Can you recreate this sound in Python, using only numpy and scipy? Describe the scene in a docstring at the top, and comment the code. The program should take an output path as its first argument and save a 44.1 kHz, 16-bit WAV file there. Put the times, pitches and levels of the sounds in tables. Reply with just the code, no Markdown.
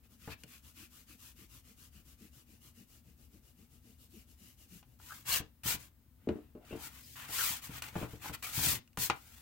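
"""An eraser rubs quickly to and fro over a sketchbook page on a wooden table, hissing on the paper and
juddering as the rubber sticks and slips. A hand sweeps the crumbs off twice, the eraser is dropped, the
book is slid, tipped up and set down, the page is brushed twice more and the stiff cover claps down.
Rubbing is noise that swells with the speed of the hand; each blow is a crack plus a few fading tones.
It is all heard close up, in stereo, in a small quiet room."""
import sys
import numpy as np
from scipy import signal
from scipy.fft import rfft, irfft
from scipy.io import wavfile
from scipy.ndimage import uniform_filter1d

SR = 44100
rng = np.random.default_rng(int(sys.argv[2]) if len(sys.argv) > 2 else 0)


def inscribe(sig):
    """Save sig as 16-bit PCM at rate SR to the path in sys.argv[1].

    A 1-D sig is mono; a 2-D sig holds one channel per row.
    Samples are clipped to [-1, 1] before scaling.
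    """
    pcm = np.round(np.clip(np.atleast_2d(sig).T, -1, 1) * 32767)
    wavfile.write(sys.argv[1], SR, pcm.astype(np.int16))


N = 414981
TIME = np.arange(N) / SR


def from_db(db):
    """Turn decibels into a number to multiply by."""
    return 10 ** (np.asarray(db) / 20)


def unit_level(x):
    """Scale a signal so that its average size (rms) is 1."""
    return x / np.sqrt(np.mean(x ** 2) + 1e-20)


def curve_over_pitch(points, size=N):
    """Join a few (frequency, value) points into a curve over all frequencies."""
    hz, value = np.transpose(points)
    return np.interp(np.log(np.fft.rfftfreq(size, 1 / SR) + 1e-9), np.log(hz), value)


def drift(per_s):
    """A random wobble that heads for a new value per_s times a second."""
    targets = rng.standard_normal(N // 8)
    return unit_level(np.interp(TIME * per_s, np.arange(len(targets)), targets))


def low_pass(x, hz):
    """Dull a sound by turning down what lies above hz."""
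    return signal.sosfilt(signal.butter(2, min(hz, .45 * SR), fs=SR, output="sos"), x)


def resonate(x, resonances):
    """Let a sound ring at several pitches at once, every second one flipped in sign."""
    out = 0
    for k, (hz, width_hz, db) in enumerate(resonances):
        r = np.exp(-np.pi * width_hz / SR)
        poles = [1, -2 * r * np.cos(2 * np.pi * hz / SR), r * r]
        out = out + (-1) ** k * from_db(db) * (1 - r * r) / 2 * signal.lfilter([1, 0, -1], poles, x)
    return out / np.std(out.mean(axis=0))


def lean_left(x, balance):
    """Make the left side louder, by an amount that depends on pitch."""
    gain = from_db(curve_over_pitch(balance) / 2 * [[1], [-1]])
    return irfft(rfft(x) * gain / np.sqrt(np.mean(gain ** 2, axis=0)), N)


# how alike left and right are: f/Hz, likeness (1 = the same)
STEREO_LIKENESS = [(150, .99), (300, 0.8), (600, 0.54), (1300, .5), (3000, 0.24), (7000, 0), (15000, 0)]
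def stereo_noise(spectrum=((20, 0), (20000, 0)), size=N):
    """Shaped noise, alike on both sides in the bass and unrelated in the treble."""
    shared, apart = rfft(rng.standard_normal((2, size))) * from_db(curve_over_pitch(spectrum, size))
    alike = np.clip(curve_over_pitch(STEREO_LIKENESS, size), -.5, .99)
    apart = apart * np.sqrt((1 - alike) / (1 + alike))
    return irfft([shared + apart, shared - apart], size) / np.std(irfft(shared, size))


# steady background noise: f/Hz, relative level/dB
BACKGROUND_SPECTRUM = [(20, -19.5), (40, -9), (65, 4), (105, -7), (160, -13), (205, -15.5), (240, -4.5),
                       (290, -19), (380, -27), (600, -31), (2000, -36.5), (6000, -41.5), (10000, -40),
                       (15500, -31.5)]
# how far it leans left: f/Hz, left minus right/dB
BACKGROUND_LEAN = [(70, 5), (250, 4.5), (1500, 1), (6000, 4), (13000, 3)]
def background_noise(level_db=-63):
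    """Steady background noise: a low hum with a faint high hiss."""
    return from_db(level_db) * lean_left(stereo_noise(BACKGROUND_SPECTRUM), BACKGROUND_LEAN)


def room_echo(x, wall_cut_hz=4000, fade_s=0.2):
    """The walls send back a short, dull tail, different on each side."""
    t = np.arange(SR // 2) / SR
    tail = low_pass(rng.standard_normal((2, len(t))), wall_cut_hz)
    tail = tail * from_db(-60 * t / fade_s) * (t > .004)
    tail = tail / np.sqrt(np.sum(tail ** 2, axis=1, keepdims=True) * SR / 2 / wall_cut_hz)
    return signal.fftconvolve(x, tail, axes=1)[:, :N]


def blows(hits, tones, crack_db, crack_fade_s, crack_low_hz):
    """Each blow makes an object's own tones ring, with a short crack; a soft contact dulls both."""
    out, size = np.zeros((2, N + SR)), SR // 3
    t = np.arange(size) / SR
    hz, tone_db, fade_s = np.transpose(tones)[:, :, None]
    cut_bass = signal.butter(2, crack_low_hz, "high", fs=SR, output="sos")
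    for start_s, peak_db, contact_hz in hits:
        strength = from_db(tone_db + rng.standard_normal(hz.shape)) * rng.choice([-1, 1], hz.shape)
        ring = np.sum(strength * np.sin(2 * np.pi * hz * t) * from_db(-60 * t / fade_s), axis=0)
        crack = stereo_noise(size=size) * from_db(crack_db - 60 * t / crack_fade_s)
        blow = low_pass(ring + signal.sosfilt(cut_bass, crack), contact_hz)
        at = round(start_s * SR)
        out[:, at:at + size] += from_db(peak_db) * blow / np.abs(blow.mean(axis=0)).max()
    return out[:, :N]


# soft bumps: t/s, peak level/dB, dulled above f/Hz
THUD_HITS = [(.276, -33, 890), (.438, -46.5, 390), (5.402, -33, 465), (5.654, -36, 220), (5.742, -40, 350),
             (6.289, -34, 302.8), (6.725, -39, 397), (7.292, -41, 900), (7.5, -42.5, 182),
             (7.692, -37.5, 300), (7.955, -26.5, 794), (7.963, -31, 298), (8.014, -33, 850),
             (8.027, -29.5, 700), (8.134, -39, 430), (8.296, -38.5, 506), (8.578, -29.5, 178),
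             (8.664, -39, 200), (8.978, -31.5, 294), (9.1, -37, 450)]
# the book's tones: f/Hz, relative level/dB, time to fade by 60 dB/s
BOOK_TONES = [(75.5, -1.5, 0.17), (123.4, 0.5, 0.22), (166.4, 6.5, 0.068), (236.8, 0.5, 0.069),
              (300.2, -0.5, 0.16), (450, -4, 0.16), (724, -18, 0.029), (860, -11, 0.14)]
def book_thuds():
    """Hands and book bump softly, and the book answers with low tones."""
    return blows(THUD_HITS, BOOK_TONES, crack_db=16.0, crack_fade_s=0.15, crack_low_hz=50.3)


# knocks on wood: t/s, peak level/dB, dulled above f/Hz
KNOCK_HITS = [(6.272, -24, 350), (6.288, -22, 580), (6.311, -28.5, 295), (6.356, -33, 490),
              (6.386, -38.5, 517), (6.551, -41, 600), (6.571, -42.5, 450), (6.707, -38, 600),
              (6.728, -36, 700), (6.748, -38, 500)]
# the table's tones: f/Hz, relative level/dB, time to fade by 60 dB/s
TABLE_TONES = [(227.6, 1, 0.1), (301.5, 0, 0.14), (358, -0.5, 0.12), (441, 2.5, 0.081), (497, -6, 0.034),
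               (600, -6, 0.14), (670, -7.5, 0.051), (1030, -11, 0.061), (1674, -22, .035), (2750, -3, 0.07)]
def table_knocks():
    """The tumbling eraser and the fingers make the wooden table ring."""
    return blows(KNOCK_HITS, TABLE_TONES, crack_db=7.0, crack_fade_s=0.15, crack_low_hz=90)


# claps: t/s, peak level/dB, dulled above f/Hz
CLAP_HITS = [(.277, -43, 1500), (4.828, -54, 3030), (4.999, -53, 1520), (5.12, -44, 1580),
             (7.954, -52, 1200), (8.244, -42, 1800), (8.258, -33.5, 1490), (8.294, -37, 1510),
             (8.59, -34.5, 1200), (8.974, -29, 2000), (9.099, -17, 2260)]
# the cover's tones: f/Hz, relative level/dB, time to fade by 60 dB/s
COVER_TONES = [(350, -11, 0.028), (763, -9, 0.06), (828, -5.5, 0.055), (1024, -2, 0.033),
               (1240, -0.5, 0.022), (1397, -5.5, 0.0098), (1436, -2.5, 0.033), (1960, -23, 0.024),
               (2466, -9.5, 0.044), (4380, -31, 0.092)]
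def cover_claps():
    """The stiff cover and the pages clap together and ring briefly."""
    return blows(CLAP_HITS, COVER_TONES, crack_db=3.5, crack_fade_s=0.074, crack_low_hz=614)


# snaps: t/s, peak level/dB, dulled above f/Hz
SNAP_HITS = [(.436, -37, 11900), (4.828, -58, 6000), (5.635, -39.5, 14000), (6.289, -37, 3580),
             (7.822, -27, 15600), (7.84, -33, 4000), (7.886, -40, 7000), (8.427, -33, 15000),
             (8.876, -57.5, 9000), (8.931, -57, 9000), (8.973, -29.5, 15400), (9.099, -28, 7150)]
# the page's tones: f/Hz, relative level/dB, time to fade by 60 dB/s
PAGE_TONES = [(1460, -5.5, 0.045), (2500, 4, 0.014), (2850, 1, 0.037), (4300, -2.5, 0.015),
              (5930, -27, .03)]
def paper_snaps():
    """Paper snaps under a fingertip with a short, bright tick."""
    return blows(SNAP_HITS, PAGE_TONES, crack_db=5.0, crack_fade_s=0.027, crack_low_hz=700)


# squeaks: middle t/s, length/s, first f/Hz, last f/Hz, level/dB
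SQUEAK_GLIDES = [(5.118, .07, 1308, 1490, -47.5), (5.327, .05, 4270, 4380, -36),
                 (5.346, .1, 3057, 2650, -40), (6.63, .08, 600, 680, -62), (6.725, .08, 2600, 2850, -55.5),
                 (6.795, .13, 700, 1004, -59), (7.051, 0.071, 5050, 5000, -63),
                 (7.404, .08, 1435, 1460, -40.5), (8.025, .07, 2580, 2670, -57),
                 (8.447, .06, 2450, 2260, -48)]
def squeaks(width_hz=130):
    """A rubbed surface sings hoarsely for a moment: a wavering tone that swells and glides."""
    out = np.zeros((2, N))
    waver = low_pass(stereo_noise() + 1j * stereo_noise(), width_hz)  # shakes loudness and pitch
    waver = unit_level(waver.view(float)).view(complex)
    for middle_s, length_s, first_hz, last_hz, db in SQUEAK_GLIDES:
        at, size = round((middle_s - length_s / 2) * SR), round(length_s * SR)
        tone = np.exp(2j * np.pi * np.cumsum(np.linspace(first_hz, last_hz, size)) / SR)
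        out[:, at:at + size] += from_db(db) * np.hanning(size) * np.real(tone * waver[:, at:at + size])
    return out


def paper_grain(depth_db, grains_per_s):
    """Countless fibres snag and let go, so the loudness of rubbing is never quite even."""
    return unit_level(from_db(depth_db * drift(grains_per_s)))


def hand_echo(x, gap_s, wander, wander_per_s, strength):
    """Sound also bounces off the moving hand a little later, so the colour of the hiss keeps shifting."""
    now = np.arange(N)
    echo = [np.interp(now - SR * gap_s * np.exp(wander * drift(wander_per_s)), now, side) for side in x]
    return (x + strength * np.array(echo)) / np.hypot(1, strength)


def hollow_noise(resonances, low_hz, high_hz):
    """Rubbing noise rings in the pocket of air under the hand."""
    band = signal.butter(2, [low_hz, high_hz], "band", fs=SR, output="sos")
    return resonate(signal.sosfilt(band, stereo_noise()), resonances)


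# the book's rumble: f/Hz, relative level/dB
RUMBLE_SPECTRUM = [(40, -15), (70, 4), (130, 6), (200, -7.5), (290, -3.5), (400, -13.5), (600, -15.5),
                   (1000, -26), (2000, -63.5)]
def book_rumble():
    """Rubbing and sliding shake the book, which gives a low noise."""
    return stereo_noise(RUMBLE_SPECTRUM)


def slide_speed(start_s, fastest_s, end_s, touch_speed):
    """One movement touches down already moving, speeds up to 1 and slows to rest."""
    angle = np.interp(TIME, [start_s, fastest_s, end_s], [np.arcsin(touch_speed), np.pi / 2, np.pi])
    return np.abs(np.sin(angle)) * (TIME >= start_s) * (TIME < end_s)


# slides of hand and book: start t/s, fastest t/s, end t/s, speed at first touch (0-1),
# then relative level/dB of the hiss, of the hollow ring and of the rumble
SWEEP_MOVES = [(4.988, 5.123, 5.299, 0.45, -57.0, -59.0, -65.5),
               (5.246, 5.339, 5.425, 0.07, -33.5, -35.5, -53.5),
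               (5.634, 5.699, 5.786, 0.28, -35.0, -38.0, -52.5),
               (5.761, 5.808, 5.916, 0.1, -59.0, -60.5, -65.5),
               (6.167, 6.324, 6.572, 0.17, -78.0, -67.0, -65.5),
               (6.603, 6.763, 6.84, 0.15, -65.0, -54.5, -61.0),
               (6.773, 6.864, 6.904, 0.28, -50.0, -50.0, -60.5),
               (6.878, 6.983, 7.037, 0.53, -60.0, -57.0, -72.5),
               (6.988, 7.129, 7.289, 0.72, -60.0, -77.5, -71.0),
               (7.156, 7.181, 7.385, 0.74, -55.0, -46.5, -68.0),
               (7.277, 7.433, 7.633, 0.27, -36.0, -39.0, -60.0),
               (7.608, 7.645, 7.712, 0.1, -50.5, -50.0, -69.0),
               (7.684, 7.778, 7.816, 0.45, -53.0, -48.0, -56.5),
               (7.82, 7.838, 7.949, 0.9, -54.0, -47.5, -56.5),
               (7.926, 8.01, 8.104, 0.43, -56.0, -48.0, -52.0),
               (8.076, 8.112, 8.229, 0.41, -61.5, -57.0, -60.0),
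               (8.195, 8.273, 8.336, 0.18, -50.0, -45.0, -57.0),
               (8.323, 8.345, 8.367, 0.18, -47.0, -41.5, -62.0),
               (8.424, 8.465, 8.552, 0.83, -46.0, -44.5, -60.5),
               (8.503, 8.586, 8.651, 0.19, -38.0, -42.5, -57.0),
               (8.568, 8.673, 8.804, 0.04, -32.0, -38.0, -43.0),
               (8.977, 9.031, 9.103, 0.36, -34.5, -43.5, -53.5),
               (9.104, 9.374, 9.7, 0.68, -63.0, -63.0, -71.0)]
# skin on paper: f/Hz, relative level/dB
SKIN_SPECTRUM = [(500, -10.5), (1060, -32), (1800, -5), (2700, -3), (4200, -1.5), (5500, -2.5),
                 (7700, -0.5), (9400, -3.5), (12000, -1.5), (15600, 1)]
# the air pocket under a flat palm: f/Hz, width/Hz, relative level/dB
PALM_POCKET = [(795, 750, -2.5), (1370, 720, 2), (1840, 300, 3.5), (2590, 1500, -3)]
def sweeps(smooth_s=0.00227):
    """The palm brushes the page and the book slides on the table; faster is louder and brighter."""
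    power = np.zeros((3, N))
    growth = np.array([[2.1], [1.6], [.8]])  # how steeply hiss, hollow ring and rumble grow with speed
    for start_s, fastest_s, end_s, touch_speed, *levels_db in SWEEP_MOVES:
        speed = slide_speed(start_s, fastest_s, end_s, touch_speed)
        moving = speed > 0
        power[:, moving] += (from_db(levels_db)[:, None] * speed[moving] ** growth) ** 2
    hiss, hollow, rumble = uniform_filter1d(np.sqrt(power), round(smooth_s * SR))
    holding = (TIME > 6.65) & (TIME < 8.8)  # the book rustles and rumbles faintly in the hands
    hiss = np.hypot(hiss, holding * from_db(-69.5))
    rumble = np.hypot(rumble, holding * from_db(-69))
    brush = hiss * from_db(3.5) * stereo_noise(SKIN_SPECTRUM)
    brush += hollow * from_db(-5.5) * hollow_noise(PALM_POCKET, low_hz=600, high_hz=3800)
    brush *= paper_grain(depth_db=1.18, grains_per_s=180)
    brush = hand_echo(brush, gap_s=.0016, wander=0.284, wander_per_s=5, strength=0.64)
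    return brush + rumble * book_rumble()


def judder(strokes, delay_s=.03, length_s=0.0786, jitter=0.133, cut_hz=330, tone_width_hz=90):
    """Soon after each push begins the rubber sticks and slips, and every slip shakes the book."""
    out = np.zeros(N)
    unsteady = np.exp(jitter * drift(120))
    book = [(hz, tone_width_hz, db) for hz, db, _ in BOOK_TONES]
    for push_s, _, _, _, db, slips_per_s in strokes:
        at, size = round((push_s + delay_s) * SR), round(length_s * SR)
        slips = np.cumsum(slips_per_s * unsteady[at:at + size]) / SR
        strain = slips % 1 - .5  # builds slowly, lets go at once
        strain = np.pad(strain * signal.windows.tukey(size, .5), (0, SR // 20))
        shake = low_pass(resonate(strain[None], book)[0], cut_hz)
        out[at:at + len(shake)] += from_db(db) * shake / np.sqrt(np.sum(shake ** 2) / size)
    return out


# one to-and-fro a row: push t/s, pull t/s, relative push level/dB, relative pull level/dB,
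# judder level/dB, slip rate f/Hz
ERASER_STROKES = [(0.023, 0.086, -73, -69.5, -75, 210), (0.175, 0.371, -60.5, -68.5, -69, 210),
                  (0.452, 0.615, -60.0, -62, -73, 230), (0.735, 0.889, -57.5, -61, -62.5, 284),
                  (1.058, 1.171, -61, -57, -66, 250), (1.346, 1.48, -61.5, -59.5, -64.0, 260),
                  (1.626, 1.754, -64.5, -60.5, -65.5, 246), (1.907, 2.036, -65.5, -64.0, -65.5, 187),
                  (2.167, 2.306, -64.5, -63.5, -59.0, 243), (2.451, 2.596, -68.0, -62, -66, 235),
                  (2.731, 2.862, -65, -64.5, -61.0, 257.0), (3.027, 3.159, -71.5, -68.5, -67.0, 234),
                  (3.292, 3.412, -69.5, -69, -64.5, 257.0), (3.545, 3.684, -70.0, -69.0, -64, 230),
                  (3.807, 3.971, -68, -65, -66, 265), (4.086, 4.26, -63, -67.5, -58.5, 256),
                  (4.36, 4.564, -62.5, -63.5, -64.5, 177.0), (4.671, 4.834, -59.5, -76.5, -57.5, 175)]
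# rubber on paper: f/Hz, relative level/dB
RUBBER_SPECTRUM = [(700, -39), (1300, -16.5), (2200, -10), (2700, -6), (2870, 0.5), (3080, -8.5),
                   (4000, -9), (5200, -6.5), (7500, -6), (9300, -8.5), (11500, -5), (15500, -6.5)]
# the air pocket under the hand as it pushes and as it pulls: f/Hz, width/Hz, relative level/dB
PUSH_POCKET = [(1210, 370, -1.5), (2100, 360, -1), (2550, 300, 2), (4630, 1800, -7)]
PULL_POCKET = [(1240, 440, 3.8), (3030, 110, 1.4), (3430, 1100, 0.5)]
def eraser(end_s=4.99, rest_share=0.046, hiss_floor=0.2, hollow_fade_db_per_s=2, drag_db=-66):
    """Rubber scrapes over paper, loudest in mid-stroke; push and pull each have their own hollow ring."""
    rows = np.array(ERASER_STROKES)
    starts, levels_db = rows[:, :2].ravel(), rows[:, 2:4].ravel()
    strokes_done = np.interp(TIME, np.append(starts, end_s), np.arange(len(starts) + 1))
    stroke = np.minimum(strokes_done.astype(int), len(starts) - 1)
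    pushing = stroke % 2 == 0
    travel = np.clip((strokes_done % 1 - rest_share) / (1 - 2 * rest_share), 0, 1)
    speed = np.abs(np.sin(np.pi * travel))  # the hand rests at each turn
    faint_hiss = hiss_floor * from_db(np.interp(TIME, starts, levels_db)) * (TIME < end_s)
    bite = np.sin(np.pi * np.clip((TIME - .294) / .054, 0, 1))  # a scuff as the rubber first grips
    hiss = from_db(-0.5) * (speed * from_db(levels_db[stroke]) + faint_hiss) + bite * from_db(-59.5)
    hollow_db = levels_db[stroke] + np.where(pushing, -3, -7.5) - hollow_fade_db_per_s * TIME
    hollow = speed * from_db(hollow_db) + bite * from_db(-52)
    rumble = speed * from_db(drag_db) + bite * from_db(-52)
    push_ring = hollow_noise(PUSH_POCKET, low_hz=960, high_hz=5000)
    pull_ring = hollow_noise(PULL_POCKET, low_hz=900, high_hz=4200)
    grain = paper_grain(depth_db=0.8, grains_per_s=640)
    rub = grain * (hiss * stereo_noise(RUBBER_SPECTRUM) + hollow * np.where(pushing, push_ring, pull_ring))
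    rub = hand_echo(rub, gap_s=0.000888, wander=0.363, wander_per_s=8, strength=0.46)
    return rub + rumble * book_rumble() + judder(ERASER_STROKES)


# how far the rubbing and the other close sounds lean left: f/Hz, left minus right/dB
ERASER_LEAN = [(80, 5), (350, 5.2), (1300, 3.8), (3000, 5.3), (7500, 2.3), (12000, 4.2)]
HANDLING_LEAN = [(60, 3), (300, 2.1), (600, 4.5), (1500, 3), (4500, 3.4), (8000, 1.5), (12000, 7),
                 (15500, 6)]
def scene(echo_db=-8.5):
    """Blows, rubbing and brushing at the table, with the room's echo, over steady background noise."""
    hits = book_thuds() + table_knocks() + cover_claps() + paper_snaps()
    close = lean_left(eraser(), ERASER_LEAN)
    close += lean_left(sweeps() + squeaks() + hits, HANDLING_LEAN)
    return background_noise() + close + from_db(echo_db) * room_echo(close)


def record(dry, cutoff_hz=15900):
    """Cut the very highest treble steeply."""
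    return signal.sosfilt(signal.ellip(12, .1, 80, cutoff_hz, fs=SR, output="sos"), dry)


dry = scene()
out = record(dry)
inscribe(out)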